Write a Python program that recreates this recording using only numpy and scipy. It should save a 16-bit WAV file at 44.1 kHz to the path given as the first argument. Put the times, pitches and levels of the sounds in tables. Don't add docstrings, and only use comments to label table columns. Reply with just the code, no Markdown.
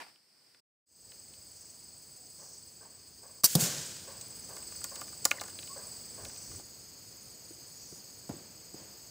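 import sys
import numpy as np
from scipy import signal
from scipy.fft import rfft, irfft
from scipy.io import wavfile
from scipy.ndimage import uniform_filter1d

SR = 44100
rng = np.random.default_rng(int(sys.argv[2]) if len(sys.argv) > 2 else 0)


def inscribe(sig):
    pcm = np.round(np.clip(np.atleast_2d(sig).T, -1, 1) * 32767)
    wavfile.write(sys.argv[1], SR, pcm.astype(np.int16))


N = 401310
TIME = np.arange(N) / SR
FREQS = np.maximum(np.fft.rfftfreq(N, 1 / SR), 1)

# (frequency [Hz], relative level [dB])
BLAST_COLOUR = [(880, -49), (1500, -21), (2170, -31), (2890, -14.5), (3510, -20), (3690, -12), (4350, -2),
                (4940, 0), (6070, 3), (6690, -12), (7750, 1), (11400, -5.5), (12100, -3.5), (14200, -2.5),
                (15500, -11)]
ECHO_COLOUR = [(880, -37), (1500, -6.5), (1970, -10), (2540, -8.5), (3690, -5), (4480, -2), (6070, 1),
               (7230, 4.5), (10800, -5.5), (15500, -2.5)]
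THUMP_COLOUR = [(90, -13), (170, 1), (320, -10), (480, 2.5), (750, -10), (1000, -2.5), (1500, -6),
                (2500, -15)]
# (pitch [Hz], relative level [dB])
MUZZLE_NOTES = [(4458, -10.5), (4594, -21), (4784, -24), (4966, -16), (5085, -13), (5505, -14), (5676, -21),
                (5990, -23), (7569, -22), (7917, -23), (8138, -28), (9123, -29), (10093, -26), (11135, -20),
                (14227, -15), (14637, -17), (15160, -16), (15243, -8)]
# (delay [s], level [dB], rise [s], fade time [s])
ECHOES = [(.012, -32, .004, 0.27), (.042, -34.5, .008, 1.5), (0.149, -22.5, 0.013, 0.44),
          (.24, -34.5, .05, 1.05)]
SHOT_S, VALVE_OPEN_S, VALVE_RISE_S = 3.4422, .0205, .0008

# (time [s], crack [dB], air pocket [dB], pocket's first pitch [Hz], slap [dB], echo [dB])
SMACKS = [(3.5521, -14.5, -10.5, 130, -19, -37), (7.508, -80, -40, 302, -52, -75),
          (7.925, -80, -42, 355, -49, -64), (8.293, -47.5, -27, 222, -30, -55.5),
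          (8.309, -58, -34, 710, -39, -76), (8.338, -70, -36, 307, -54, -76),
          (8.7427, -62, -35.5, 294, -43.5, -53.5)]
# (frequency [Hz], relative level [dB])
CRACK_COLOUR = [(1000, -26), (2300, -22), (3500, 4), (5000, 5), (7000, -3), (9000, 3.5), (12000, -1.5),
                (15500, -0.5)]
SLAP_COLOUR = [(50, 13), (130, 9.5), (300, -0.5), (500, 2), (800, -9), (1500, -22.5), (2500, -29),
               (5000, -39)]
BANK_COLOUR = [(50, -53), (100, -3), (155, -5), (230, -6.5), (500, -6), (1100, -15), (2000, -18.5),
               (3500, -21.5), (7000, -43)]

# (time [s], snap [dB], relative ring level [dB], ring pitch [Hz])
CLICKS = [(.155, -70, -54, 2100), (.542, -68, -52, 1980), (1.115, -52, -44, 2420),
          (1.334, -56, -46.5, 3200), (3.4355, -34, -28, 800), (4.211, -35.5, -47, 3000),
          (4.565, -37, -42.5, 1590), (4.8415, -25.5, -37, 1460), (4.956, -35.5, -42.5, 1910),
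          (5.012, -34.5, -36, 1380), (5.245, -32, -70, 3500), (5.2522, -11, -23, 1220),
          (5.3103, -24.5, -19, 1910), (5.395, -44, -31.5, 4200), (5.411, -31.5, -31, 1380),
          (5.436, -38, -42, 1340), (5.479, -40, -41.5, 1290), (5.585, -46, -30, 3070),
          (5.626, -44, -35.5, 3350), (5.671, -44, -39, 2980), (6.248, -39, -35.5, 2530),
          (6.591, -49, -41.5, 710)]
# (start [s], end [s], rate [1/s], snap [dB], relative ring level [dB], ring pitch [Hz])
FINGER_TICKS = [(4.52, 5.2, 12.5, -49, -47.5, 1500), (5.329, 5.53, 22, -46, -48, 1500),
                (6.28, 6.55, 9.8, -58, -46.5, 1900)]
# (pitch [Hz], relative level [dB], fade time [s])
RING_NOTES = [(295, 7.5, 0.044), (550, 5.5, 0.031), (707, 3.5, 0.023), (827, -4.5, 0.045),
              (1050, -11, 0.068), (1175, -1, 0.044), (1448, -4.5, 0.06), (1716, 1.5, 0.015),
              (2100, -4.5, 0.037), (2470, 2.5, 0.013), (2690, -6.5, 0.036), (2960, 3, 0.019),
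              (3500, 4, 0.017), (4000, 13.5, 0.01)]
# (time [s], length [s], level [dB], first pitch [Hz], last pitch [Hz])
SQUEAKS = [(5.3132, 0.0041, -20, 2940, 2100), (5.358, 0.029, -52, 2400, 1850),
           (5.383, 0.0065, -35.5, 2250, 1660)]
# (time [s], length [s], level [dB])
BUMPS = [(6.2, 0.11, -53), (6.46, 0.175, -54.5)]
# (time [s], level [dB])
SCUFFS = [(0, -42.5), (.016, -51), (.062, -58.5), (.082, -59)]
# (frequency [Hz], relative level [dB])
SNAP_COLOUR = [(2000, -19), (3300, -14), (4100, -1), (5500, -1), (7000, 4.5), (8600, -6.5), (11000, -5.5),
               (12700, -13), (15500, -4.5)]
BUMP_COLOUR = [(25, -12), (60, 4), (110, 4), (200, -6.5), (330, -6), (600, -21), (2000, -42)]
SCUFF_COLOUR = [(150, -19), (260, -7), (500, -10), (880, 1), (1250, -8), (1700, -4), (2500, -7),
                (3600, -13.5), (8000, -21.5), (10000, -21.5)]

# (first chirp [s], last chirp [s], spacing [s])
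CRICKET_RUNS = [(.873, 2.956, .04629), (3.083, 3.083, .046), (3.225, 3.406, .0452), (3.774, 3.958, .046),
                (4.082, 4.996, .0457), (5.042, 6.014, .0463), (6.059, 6.566, .0461), (6.611, 9.069, .04638)]
# (first [s], last [s], spacing [s], length [s], level [dB], top pitch [Hz])
KATYDID_RUNS = [(1.331, 2.65, 0.3, .27, -70, 9560), (5.5, 6.36, .285, .25, -63.5, 9400),
                (6.528, 8.08, .221, 0.17, -63, 9240)]
# (time [s], length [s], level [dB])
BUZZES = [(1.5, 0.27, -62.5), (2.35, .28, -56.5), (6.15, 0.51, -53.5), (7.74, 0.28, -56.5)]
# (time [s], length [s], level [dB], first pitch [Hz], last pitch [Hz])
BIRD_NOTES = [(1.68, 0.1, -69, 662, 697), (1.9, 0.11, -73, 760, 724), (2.14, 0.19, -68, 760, 696),
              (5.675, 0.094, -49, 1055, 1170)]
# (pitch [Hz], width [Hz], level against the chorus [dB], start [s], end [s])
SINGERS = [(6220, 38, -15.5, 0.77, 6.61), (8060, 96, -15, 0.8, 4.7), (8010, 64, -11.5, .86, 9.4),
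           (8400, 200, -18, .86, 9.2), (4840, 43, -22, 0.79, 9.9), (6770, 52, -11, 6.61, 12),
           (6010, 77, -17, 5.5, 5.4)]
# (frequency [Hz], relative level [dB])
CHORUS_OPENING = [(40, -27), (120, -7.5), (500, -10), (1200, -14), (2000, -11), (3500, -16), (4100, -13.5),
                  (4600, -1.5), (5300, -2), (6000, -16.5), (7100, -19), (8000, -7.5), (9700, -14),
                  (11000, -27), (15300, -16)]
CHORUS_EARLY = [(2000, -38), (3900, -22.5), (4400, -3.5), (5000, 1.5), (5450, -9), (5800, -17), (6300, -6),
                (6800, -4), (7200, -11), (8100, -2.5), (8900, -5.5), (9600, -16.5), (10900, -24),
                (12800, -23.5), (15200, -6)]
CHORUS_LATE = [(2000, -61), (3900, -21.5), (4400, -3), (5050, 0.5), (5700, -16), (6400, -1.5), (6800, -2.5),
               (7100, -10), (8100, -18), (8900, -8), (9600, -21), (10900, -25.5), (13500, -12),
               (15300, -10)]
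# (time [s], relative level [dB])
OPENING_LEVEL = [(0.0, -70), (0.02, -61), (0.214, -73.5), (0.474, -69), (0.59, -70.5)]
# (frequency [Hz], relative level [dB])
KNOCK_COLOUR = [(300, -15), (420, -2), (540, 3), (690, -3), (850, -6), (1000, -2.5), (1150, -2.5),
                (1350, -20), (1560, -4.5), (1800, -15)]
AIR_COLOUR = [(25, -33), (50, -6), (90, 2), (140, 0), (250, -4), (500, -6.5), (800, -12), (1300, -15.5),
              (2500, -16), (3800, -18.5), (7000, -24.5)]
# (start [s], insects [dB], air [dB])
STRETCHES = [(0.859, -54, -63.5), (3.5, -49, -56.5), (6.61, -53.5, -59.5)]
CHORUS_CHANGE_S = 6.61
PAUSE_START_S, PAUSE_END_S, PAUSE_FADE_S = .598, .85, .008


def blast(jet_db=-14, sag_db_per_s=402, shut_db_per_s=2400, leak_s=.0081, leak_db=-31, ring_db=-2):
    age = np.maximum(TIME - SHOT_S, 0)
    loss_db = sag_db_per_s * age + shut_db_per_s * np.maximum(age - VALVE_OPEN_S, 0)
    jet = from_db(np.maximum(jet_db - loss_db, -200)) * np.minimum(age / VALVE_RISE_S, 1)
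    leak = swells([(SHOT_S - leak_s, leak_s + 2 * VALVE_RISE_S, leak_db)])
    ringing = sum(from_db(db) * np.sqrt(2) * np.sin(2 * np.pi * (hz * TIME + rng.random()))
                  for hz, db in MUZZLE_NOTES)
    return (leak + jet) * (noise(BLAST_COLOUR) + from_db(ring_db) * ringing)


def firing_thump():
    return decays(times=[3.4378], dbs=[-29], t60=.09, attack=.00037) * noise(THUMP_COLOUR)


def blast_echoes(dull_from_s=3.62, dulling_s=.057, dull_hz=6500):
    bright = noise(ECHO_COLOUR)
    dull = unit_power(irfft(rfft(bright) / np.hypot(1, (FREQS / dull_hz) ** 2), N))
    brightness = np.exp(-np.maximum(TIME - dull_from_s, 0) / dulling_s)
    wash = brightness * bright + (1 - brightness) * dull
    power = sum(decays([SHOT_S + delay], [db], t60, rise) ** 2 for delay, db, rise, t60 in ECHOES)
    return np.sqrt(power) * flicker(db=1, speed_hz=250) * wash


def water_smacks(rise_per_s=9, ring_cycles=11.3, bank_delay_s=.071, bank_db=-12, woods_db=-18, low_hz=92):
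    times, crack_db, _, _, slap_db, echo_db = np.transpose(SMACKS)
    booms, age = np.zeros(N), np.arange(SR // 4) / SR
    for at, _, db, hz, _, _ in SMACKS:
        fade = from_db(db - 60 * age * hz / ring_cycles)
        boom = fade * np.cos(2 * np.pi * hz * age * (1 + rise_per_s * age))
        add(booms, at, boom * (1 - np.exp(-age / .00036)))
        add(booms, at + bank_delay_s, from_db(bank_db) * boom * (1 - np.exp(-age / .002)))
    out = booms + from_db(woods_db) * woods_echo(booms, t60=.65)
    out += decays(times, crack_db, t60=.031, attack=.0001) * noise(CRACK_COLOUR)
    out += decays(times, slap_db, t60=.077, attack=.0001) * noise(SLAP_COLOUR)
    out += decays(times + .0058, echo_db, t60=1.0, attack=.021) * noise(BANK_COLOUR)
    return signal.sosfilt(signal.butter(3, low_hz, "high", fs=SR, output="sos"), out)


def pond_hollow():
    return decays(times=[3.62], dbs=[-42], t60=.91, attack=.042) * band(hz=145, width_hz=36)


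def clicks(spread=.46, ring_lag_s=.0038, ring_lift_db=2.5, stock_hz=520, stock_db=-17.5, echo_db=-17):
    rows = list(CLICKS) + finger_ticks()
    times, snap_db, _, _ = np.transpose(rows)
    out = decays(times, snap_db, t60=.022, attack=.000071) * noise(SNAP_COLOUR)
    hz, note_db, t60 = np.transpose(RING_NOTES)[:, :, None]
    age = np.arange(SR // 12) / SR
    fade = from_db(-60 * age / t60) * (1 - np.exp(-age * SR / 16))
    stock = from_db(stock_db) * np.exp(-2 * np.log(hz / stock_hz) ** 2)
    for at, _, ring_db, centre_hz in rows:
        nearness = np.exp(-.5 * (np.log(hz / centre_hz) / spread) ** 2)
        weight = from_db(note_db + rng.normal(0, 2, hz.shape)) * (stock + nearness)
        pitch = hz * rng.normal(1, .014, hz.shape)
        notes = np.sin(2 * np.pi * (pitch * age + rng.random(hz.shape)))
        ring = np.sum(weight * fade * notes, axis=0) / np.linalg.norm(weight)
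        add(out, at + ring_lag_s, from_db(ring_db + ring_lift_db) * ring)
    return out + from_db(echo_db) * woods_echo(out, t60=.24)


def finger_ticks(uneven_db=3):
    rows = []
    for start, end, rate, snap_db, ring_db, hz in FINGER_TICKS:
        chance = rng.uniform(-1, 1, size=(40, 3))
        for at, (late, hard, high) in zip(beats(start, end, 1 / rate), chance):
            force_db = uneven_db * hard
            rows.append((at + .5 * late / rate, snap_db + force_db, ring_db + force_db,
                         hz * np.exp(.5 * high)))
    return rows


def lever_squeaks():
    return sliding_tones(SQUEAKS, rasp=.34, rasp_hz=400)


def shoulder_bumps():
    return swells(BUMPS) * noise(BUMP_COLOUR)


def sleeve(start_s=4.22, end_s=4.62, ticks_per_s=32, softest_db=-49, range_db=7):
    when, size = rng.uniform(0, 1, size=(int((end_s - start_s) * ticks_per_s), 2)).T
    times = start_s + (end_s - start_s) * when
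    ticks = decays(times, softest_db + range_db * size, t60=.017, attack=.00055)
    return ticks * band(hz=10000, width_hz=5100)


def gravel_opening(chorus_lift_db=4):
    scuffs = decays(*np.transpose(SCUFFS), t60=.12, attack=.0018) * noise(SCUFF_COLOUR)
    scuffs *= flicker(db=2.5, speed_hz=300)
    chorus_db = chorus_lift_db + np.interp(TIME, *np.transpose(OPENING_LEVEL))
    return scuffs + from_db(chorus_db) * noise(CHORUS_OPENING) * (TIME < PAUSE_START_S + PAUSE_FADE_S)


def cricket(chirp_s=.03, edge_s=.0074, lead_s=.0105, top_hz=8090, fall_hz=1160, rasp=.12, echo_db=-12):
    age = np.arange(0, chirp_s, 1 / SR)
    closing = (age / chirp_s) ** 2
    pitch = top_hz - fall_hz * closing
    early_db, late_db = 8 - 22 * closing, 2.5 - 9 * closing
    nearest_end_s = np.minimum(age, chirp_s - age)
    shape = np.sin(np.pi / 2 * np.minimum(nearest_end_s / edge_s, 1)) ** 2
    out = np.zeros(N)
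    for first, last, spacing in CRICKET_RUNS:
        db = early_db if first < CHORUS_CHANGE_S - chirp_s else late_db
        for at in beats(first, last, spacing):
            phase = 2 * np.pi * np.cumsum(pitch * rng.normal(1, .004)) / SR
            start = at - lead_s + rng.normal(0, .0008)
            add(out, start, shape * np.sin(phase) * from_db(db + rng.normal(0, .95)))
    out *= 1 + rasp * band(0, 700)
    return out + from_db(echo_db) * woods_echo(out, t60=.11)


def katydids_and_buzz(pulse_hz=68, scoop=.046):
    pulses = unit_power(np.sin(np.pi * pulse_hz * TIME) ** 2 + .25)
    calls = np.zeros(N)
    for first, last, spacing, length, db, top_hz in KATYDID_RUNS:
        to_go = np.linspace(1, 0, int(length * SR))
        phase = 2 * np.pi * np.cumsum(top_hz * (1 - scoop * to_go ** 4)) / SR
        call = from_db(db) * np.sqrt(2) * np.sin(phase) * signal.windows.tukey(len(to_go), .5)
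        for at in beats(first, last, spacing):
            add(calls, at, call)
    far_blur, near_blur = band(0, 800), unit_power(.5 + band(0, 260))
    buzz = swells(BUZZES) * band(hz=6200, width_hz=1900) * (.73 + .3 * pulses)
    return calls * pulses * np.where(TIME < CHORUS_CHANGE_S, far_blur, near_blur) + buzz


def bird():
    return sliding_tones(BIRD_NOTES, rasp=.63, rasp_hz=90)


def chorus():
    out = np.where(TIME < CHORUS_CHANGE_S, noise(CHORUS_EARLY), noise(CHORUS_LATE))
    for hz, width_hz, db, start, end in SINGERS:
        out += from_db(db) * band(hz, width_hz) * (TIME > start) * (TIME < end)
    return out * flicker(db=.5, speed_hz=90)


def far_knocks(above_air_db=6.5):
    times = beats(first=2.384, last=6.17, spacing=.421)
    blows = decays(times, np.full(len(times), above_air_db), t60=.65, attack=.0069)
    return blows * noise(KNOCK_COLOUR) * flicker(db=2, speed_hz=70)


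def background():
    starts, insect_db, air_db = np.transpose(STRETCHES)
    insects = (chorus() + cricket()) * flicker(db=.92, speed_hz=1.16)
    air = noise(AIR_COLOUR) + far_knocks()
    return background_gain(starts, insect_db) * insects + background_gain(starts, air_db) * air


def background_gain(starts, dbs, fade_in_s=.26, dip_s=3.414, dip_length_s=.03, dip_db=-7.5):
    db = dbs[np.maximum(np.searchsorted(starts, TIME) - 1, 0)]
    db = db + dip_db * (TIME > dip_s) * (TIME < dip_s + dip_length_s)
    fade = np.clip((TIME - starts[0]) / fade_in_s, 0, 1)
    return fade * from_db(uniform_filter1d(db, size=300))


def woods_echo(sound, t60):
    age = np.arange(int(t60 * SR)) / SR
    tail = rng.standard_normal(len(age)) * from_db(-60 * age / t60)
    return signal.fftconvolve(sound, tail / np.linalg.norm(tail))[:N]


def sliding_tones(rows, rasp, rasp_hz):
    out = np.zeros(N)
    for at, length, db, from_hz, to_hz in rows:
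        pitch = np.linspace(from_hz, to_hz, int(length * SR))
        add(out, at, from_db(db) * np.sin(2 * np.pi * np.cumsum(pitch) / SR) * np.hanning(len(pitch)))
    return out * (1 + rasp * band(0, rasp_hz))


def noise(colour):
    hz, db = np.transpose(colour)
    ends = (np.minimum(FREQS / hz[0], 1) * np.minimum(hz[-1] / FREQS, 1)) ** 4
    gain = from_db(np.interp(np.log(FREQS), np.log(hz), db))
    return unit_power(irfft(rfft(rng.standard_normal(N)) * ends * gain, N))


def band(hz, width_hz):
    bell = np.exp(-2 * ((FREQS - hz) / width_hz) ** 2)
    return unit_power(irfft(rfft(rng.standard_normal(N)) * bell, N))


def flicker(db, speed_hz):
    return from_db(db * band(0, speed_hz))


def decays(times, dbs, t60, attack):
    out = np.zeros(N)
    age = np.arange(int(2 * t60 * SR)) / SR
    shape = from_db(-60 * age / t60) * (1 - np.exp(-age / attack))
    for at, db in zip(times, dbs):
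        add(out, at, from_db(db) * shape)
    return out


def swells(rows):
    out = np.zeros(N)
    for at, length, db in rows:
        add(out, at, from_db(db) * signal.windows.tukey(int(length * SR), .5))
    return out


def beats(first, last, spacing):
    return np.arange(first, last + spacing / 2, spacing)


def add(out, at_s, sound):
    start = min(max(round(at_s * SR), 0), N)
    out[start:start + len(sound)] += sound[:N - start]


def from_db(db):
    return 10 ** (np.asarray(db) / 20)


def unit_power(x):
    return x / np.sqrt(np.mean(x ** 2) + 1e-20)


def scene(width_db=-5):
    middle = gravel_opening() + background() + katydids_and_buzz()
    middle += firing_thump() + blast() + blast_echoes() + water_smacks() + pond_hollow()
    middle += clicks() + sleeve() + bird() + lever_squeaks() + shoulder_bumps()
    side = from_db(width_db) * gravel_opening()
    return np.array([middle + side, middle - side])


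def record(dry, cutoff_hz=15600):
    corners = [PAUSE_START_S, PAUSE_START_S + PAUSE_FADE_S, PAUSE_END_S, PAUSE_END_S + PAUSE_FADE_S]
    gate = np.interp(TIME, corners, [1, 0, 0, 1])
    treble_cut = signal.ellip(12, .2, 80, cutoff_hz, fs=SR, output="sos")
    return signal.sosfilt(treble_cut, dry * gate + 1e-18)


dry = scene()
out = record(dry)
inscribe(out)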